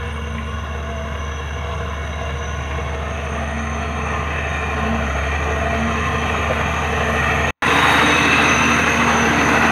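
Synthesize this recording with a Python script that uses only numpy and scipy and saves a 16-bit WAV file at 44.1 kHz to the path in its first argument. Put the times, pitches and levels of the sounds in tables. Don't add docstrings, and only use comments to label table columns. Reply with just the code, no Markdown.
import sys
import numpy as np
from scipy import signal
from scipy.fft import rfft, irfft, next_fast_len
from scipy.io import wavfile
from scipy.ndimage import uniform_filter1d, map_coordinates

SR = 44100
rng = np.random.default_rng(int(sys.argv[2]) if len(sys.argv) > 2 else 0)


def unload_audio(sound):
    columns = np.transpose(np.atleast_2d(sound))
    steps = np.round(np.clip(columns, -1, 1) * 32767)
    wavfile.write(sys.argv[1], SR, steps.astype(np.int16))


N = 428211
T = np.arange(N) / SR
SIZE = next_fast_len(N + 8192)
HZ = np.fft.rfftfreq(SIZE, 1 / SR)
BREAK_START, BREAK_END, FULL_AGAIN = 7.506, 7.621, 7.658


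def amp(db):
    return 10 ** (np.asarray(db) / 20)


def unit(x):
    return x / np.sqrt(np.mean(x ** 2) + 1e-20)


def curves(rows):
    s, *cols = np.transpose(rows)
    return [np.interp(T, s, c) for c in cols]


def wobble(rate):
    knots = rng.standard_normal(int(N * rate / SR) + 4)
    return map_coordinates(knots, [T[::32] * rate]).repeat(32)[:N]


def filtered(x, gain):
    return irfft(rfft(x, SIZE) * gain, SIZE)[:N]


def colour(points):
    hz, db = np.transpose(points)
    return amp(np.interp(np.log(HZ + 1), np.log(hz), db))


def bell(hz, width):
    return .5 ** ((2 * (HZ - hz) / width) ** 2)


def band(x, lo, hi):
    return filtered(x, (HZ >= lo) & (HZ < hi))


def singing(hz, width):
    return unit(filtered(rng.standard_normal(N), bell(hz, width)))


def patchy(x, depth_db, frames=11):
    spectra = signal.stft(x, nperseg=1024)[2]
    field = uniform_filter1d(rng.standard_normal(spectra.shape), size=3, axis=0)
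    field = uniform_filter1d(field, size=frames, axis=1)
    return signal.istft(spectra * amp(depth_db * unit(field)), nperseg=1024)[1][:N]


def level(ahead_db, ahead_slope, behind_db, behind_slope):
    # time in seconds, nearness in dB.
    nearness = [(0, -10.5), (1.6, -9.6), (3.2, -7.0), (4.4, -4.5), (5.75, -2.5), (6.6, -1.5), (7.4, 0),
                (8.4, -0.5), (9.0, -2.5), (9.7, -2.5)]
    near_db, = curves(nearness)
    ahead = T < BREAK_END - .05
    return amp(np.where(ahead, ahead_db + ahead_slope * near_db, behind_db + behind_slope * near_db))


def swell(middle, length, db, steepness=2.9):
    return amp(db) * .5 ** np.minimum(np.abs(2 * (T - middle) / length) ** steepness, 20)


def cylinder_throb(cycle, behind, trim_db=-7.5, unsteady_rad=0.43):
    # multiple of the engine cycle, relative dB from ahead, relative dB from behind.
    partials = [(7, -2, -8), (8, 3.5, -0.5), (9, -12.5, -3.5), (10, -1, 2), (11, 4.5, -6.5), (12, -3, 2),
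                (13, -13, -12), (14, -9, -12), (15, -0.5, 2), (16, -19, -6), (17, -11, -23), (19, -8, -1.5),
                (20, -9, -12), (21, -14, -10), (22, -9.5, -4), (24, -13, -8), (30, -24, -27),
                (34, -2.5, -5), (36, -20, -27), (38, -12, 1.5), (39, -8, -22), (42, -19, -35)]
    turn = 2 * np.pi * cycle
    throb = np.zeros(N)
    for multiple, ahead_db, behind_db in partials:
        angle = round(multiple) * turn + .8 * rng.standard_normal() + unsteady_rad * wobble(9)
        gain = amp(ahead_db) * (1 - behind) + amp(behind_db) * behind
        throb += gain * (1 + 0.2 * wobble(15)) * np.sin(angle)
    return level(-28.5, 0.88, -26.5, 0) * amp(trim_db) * throb


def exhaust_drone(firing_phase, boom_trim_db=-2.5, boom_flutter_db=2.1):
    # time in seconds, pitch offset in Hz.
    sag = [(4.9, 0), (5.15, -5.5), (5.4, 0)]
    # middle in seconds, length in seconds, relative level in dB.
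    booms = [(0.343, 0.63, -36.5), (1.008, 0.36, -39.5), (3.653, 0.95, -32), (4.917, 0.26, -26),
             (5.77, 0.32, -28), (6.75, 1.67, -33), (8.63, 0.74, -26.5), (9.19, 0.33, -23.5),
             (9.6, 0.31, -22.5)]
    sag_phase = 2 * np.pi * np.cumsum(curves(sag)[0]) / SR
    tone_gain = level(-26, 0.09, -31.5, -0.2) + swell(middle=5.28, length=0.73, db=-35)
    tone = tone_gain * amp(0.39 * wobble(12)) * unit(np.sin(firing_phase + sag_phase))
    boom_gain = level(-41, 0.53, -39, -0.5) + sum(swell(*row) for row in booms)
    boom_gain *= amp(boom_trim_db + boom_flutter_db * wobble(13))
    return tone + boom_gain * unit(np.sin(3 * firing_phase + 0.5 * wobble(18)))


def gear_hum(firing_phase, trim_db=-4):
    # middle in seconds, length in seconds, relative level in dB.
    hum_swells = [(1.0, 0.35, -31.5), (1.853, .45, -35.5), (3.3, 1.5, -38.5), (4.906, 0.15, -31),
                  (5.7, 0.31, -26)]
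    gain = level(-30, 1.7, -33.5, -1.1) + sum(swell(*row) for row in hum_swells)
    return gain * amp(trim_db + 1.1 * wobble(13)) * unit(np.sin(9 * firing_phase + 1.5 * wobble(25)))


def combustion(cycle, pulse_depth=0.056, cylinder_db=0.6, scatter_db=0.61, repeating=0.26):
    firings = 6 * cycle
    index = firings.astype(int)
    size_db = cylinder_db * unit(rng.standard_normal(6))[index % 6]
    size_db += scatter_db * rng.standard_normal(index[-1] + 1)[index]
    pulse = amp(size_db) * (1 - pulse_depth * np.cos(2 * np.pi * firings))
    pattern = rng.standard_normal(3400)
    looped = unit(np.interp(cycle % 1, np.linspace(0, 1, len(pattern)), pattern))
    share = repeating / (1 + (HZ / 1800) ** 2)
    fresh = filtered(rng.standard_normal(N), np.sqrt(1 - share))
    return pulse * (filtered(looped, np.sqrt(share)) + fresh)


def engine_block(cycle, behind, flutter_db=0.5):
    # frequency in Hz, relative level in dB.
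    front_eq = [(20, -20), (45, -21), (100, -3), (220, -12.5), (330, -18), (560, -13.5), (860, -16.5),
                (1350, -17), (1950, -22.5), (2500, -28), (3600, -28), (4300, -44), (7500, -51.5),
                (16000, -65)]
    flank_eq = [(20, -23), (45, -13.5), (100, -2), (220, -3), (330, -7), (560, -10.5), (860, -9),
                (1350, -7.5), (2150, -9), (2900, -14), (3600, -21.5), (4900, -35), (7500, -38),
                (16000, -61)]
    rear_eq = [(20, -32), (45, -21), (110, -13), (280, 1), (400, -4), (570, -8), (720, -4), (1400, -1),
               (2200, -5.5), (3100, -13.5), (4200, -20), (5000, -30.5), (7500, -35), (16000, -51)]
    # frequency in Hz, width in Hz, boost in dB.
    front_rings = [(470, 31, 12), (675, 76, 6.5), (1068, 153, 10), (1460, 38, 10), (1664, 130, 7),
                   (2200, 170, 10.5), (2784, 205, 13), (3290, 94, 8), (3870, 140, 10.5), (5370, 300, 7.5)]
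    flank_rings = [(446, 32, 10.3), (686, 195, 7.2), (1064, 41, 9.6), (1204, 93, 6.4), (1867, 225, 10.1),
                   (2424, 214, 9.2), (2616, 93, 11.6), (3186, 330, 5.9), (3705, 127, 9.3), (4316, 250, 7.1)]
    rear_rings = [(289, 19, 3.9), (459, 48, 6.9), (1080, 310, 2.6), (1940, 190, 2), (2622, 175, 7.9),
                  (3620, 220, 2.3)]
    rumble_gain = level(-36, 1.03, -27, 0.6)
    knock_gain = level(-22.2, 0.98, -18.2, 0.4)
    clatter_gain = level(-22.89, 1.337, -17.39, 1.42)
    shake = patchy(combustion(cycle), depth_db=2.0, frames=22) * amp(flutter_db * wobble(18))
    flank = np.interp(T, [2.4, 3.6], [0, 1])
    sides = [(front_eq, front_rings, 1 - flank),
             (flank_eq, flank_rings, flank * (1 - behind)),
             (rear_eq, rear_rings, behind)]
    out = np.zeros(N)
    for eq, rings, facing in sides:
        ring_db = sum(db * bell(hz, width) for hz, width, db in rings)
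        body = filtered(shake, colour(eq) * amp(ring_db))
        rumble = band(body, 15, 400) / np.std(band(body, 255, 390))
        knock = unit(band(body, 400, 1500))
        clatter = unit(band(body, 1500, SR))
        out += facing * (rumble_gain * rumble + knock_gain * knock + clatter_gain * clatter)
    return out


def turbo_whistle(trim_db=-2.3, flutter_db=0.73, surge_width_hz=250):
    # pitch in Hz, width in Hz, the four fader settings for level().
    whistles = [(6076, 380, (-44.5, 0.9, -39, -1)), (6444, 470, (-41.5, 1.53, -40, -.9)),
                (8860, 500, (-54.5, 1.15, -44, 1.8))]
    # middle in seconds, length in seconds, relative level in dB, pitch in Hz.
    surges = [(0.252, .55, -60, 8950), (1.5, 2.6, -51.5, 6030), (2.58, .7, -43, 6040),
              (2.598, 0.8, -63.5, 8740), (3.55, .7, -49, 6270), (3.548, 1.0, -57.5, 8850),
              (6.15, .4, -49, 6000), (8.15, 0.25, -37, 6230), (8.585, 0.29, -30, 6070),
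              (9.006, .25, -38, 6390), (9.25, 0.32, -32.5, 6120)]
    steady = sum(level(*fader) * singing(hz, width) for hz, width, fader in whistles)
    surging = sum(swell(s, length, db) * singing(hz, surge_width_hz) for s, length, db, hz in surges)
    return amp(trim_db + flutter_db * wobble(25)) * patchy(steady + surging, depth_db=3)


def sliding_soil(crumbs_per_s=400, crumb_share=.45):
    # frequency in Hz, relative level in dB.
    soil_eq = [(1500, -9.5), (4000, 8), (7500, 2), (10000, 9), (11000, 8.5), (11800, 9.5), (13800, -5),
               (15000, 2), (15500, -3)]
    # middle in seconds, length in seconds, level in dB.
    spills = [(7.152, .6, -53), (7.873, .3, -41.5)]
    crumbs = (rng.random(N) < crumbs_per_s / SR) * rng.standard_normal(N)
    grit = patchy(rng.standard_normal(N) + crumb_share * unit(crumbs), depth_db=3.2, frames=6)
    bed = level(-64.5, -0.2, -48.5, -0.4)
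    near_end = level(-50.5, 2.5, -53, .5)
    flow = np.linalg.norm([bed, near_end] + [swell(*row) for row in spills], axis=0)
    return flow * amp(.8 * wobble(14)) * unit(filtered(grit, colour(soil_eq)))


def clod_knocks(t60=0.11, attack_s=0.0013, spread=0.6):
    # start in seconds, level in dB, centre frequency in Hz.
    hits = [(.38, -28, 2100), (.45, -37, 2500), (1.71, -37, 2900), (2.65, -39, 2200), (4.94, -22.5, 800),
            (5.15, -22, 700), (6.341, -18, 1150), (6.498, -10.5, 590)]
    out = np.zeros(N)
    for start, db, hz in hits:
        age = np.maximum(T - start, 0)
        out += amp(db - 60 * age / t60) * (1 - np.exp(-age / attack_s)) * singing(hz, spread * hz)
    return out


def blade_edge(width_hz=190):
    # middle in seconds, length in seconds, level in dB, pitch in Hz.
    rings = [(8.1, 0.79, -27.5, 3775), (8.5, .8, -24.5, 2593)]
    return sum(swell(s, length, db) * singing(hz, width_hz) for s, length, db, hz in rings)


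def ground_echo(x):
    # time in seconds, lag in milliseconds, strength relative to the direct sound.
    reflection = [(0, 1.9, .2), (2.5, 1.85, .2), (4, 1.55, .12), (7.5, 1.5, .12), (7.62, 1.0, .26),
                  (8.3, 1.2, .24), (8.8, 1.35, .08), (9.7, 1.5, .06)]
    lag_ms, strength = curves(reflection)
    treble = band(x, 3300, SR)
    echo = map_coordinates(treble, [np.arange(N) - lag_ms * SR / 1000])
    return x - treble + (treble + strength * echo) / np.sqrt(1 + strength ** 2)


def scene():
    # time in seconds, firings per second.
    speed = [(0, 75.7), (1.3, 73.7), (2.45, 74.0), (2.8, 72.5), (3.15, 74.3), (3.7, 75.5), (4.3, 75.7),
             (4.85, 74.7), (5.65, 74.8), (6.1, 76.7), (7.35, 75.9), (7.85, 78.0), (9.0, 77.7), (9.35, 76.6),
             (9.7, 76.1)]
    cycle = np.cumsum(curves(speed)[0]) / SR / 6
    firing_phase = 2 * np.pi * 6 * cycle
    behind = (T > BREAK_START + .05) * 1.
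    drone = cylinder_throb(cycle, behind) + exhaust_drone(firing_phase) + gear_hum(firing_phase)
    noises = engine_block(cycle, behind) + turbo_whistle() + sliding_soil() + blade_edge()
    return (drone + ground_echo(noises) + clod_knocks())[None]


def record(dry, top_hz=15550):
    edges = [BREAK_START, BREAK_START + .006, BREAK_START + .04,
             BREAK_END, BREAK_END + .001, FULL_AGAIN, FULL_AGAIN + .006]
    gain = amp(np.interp(T, edges, [0, -45, -65, -65, -4, -4, 0]))
    return filtered(gain * dry[0], HZ < top_hz)[None]


dry = scene()
out = record(dry)
unload_audio(out)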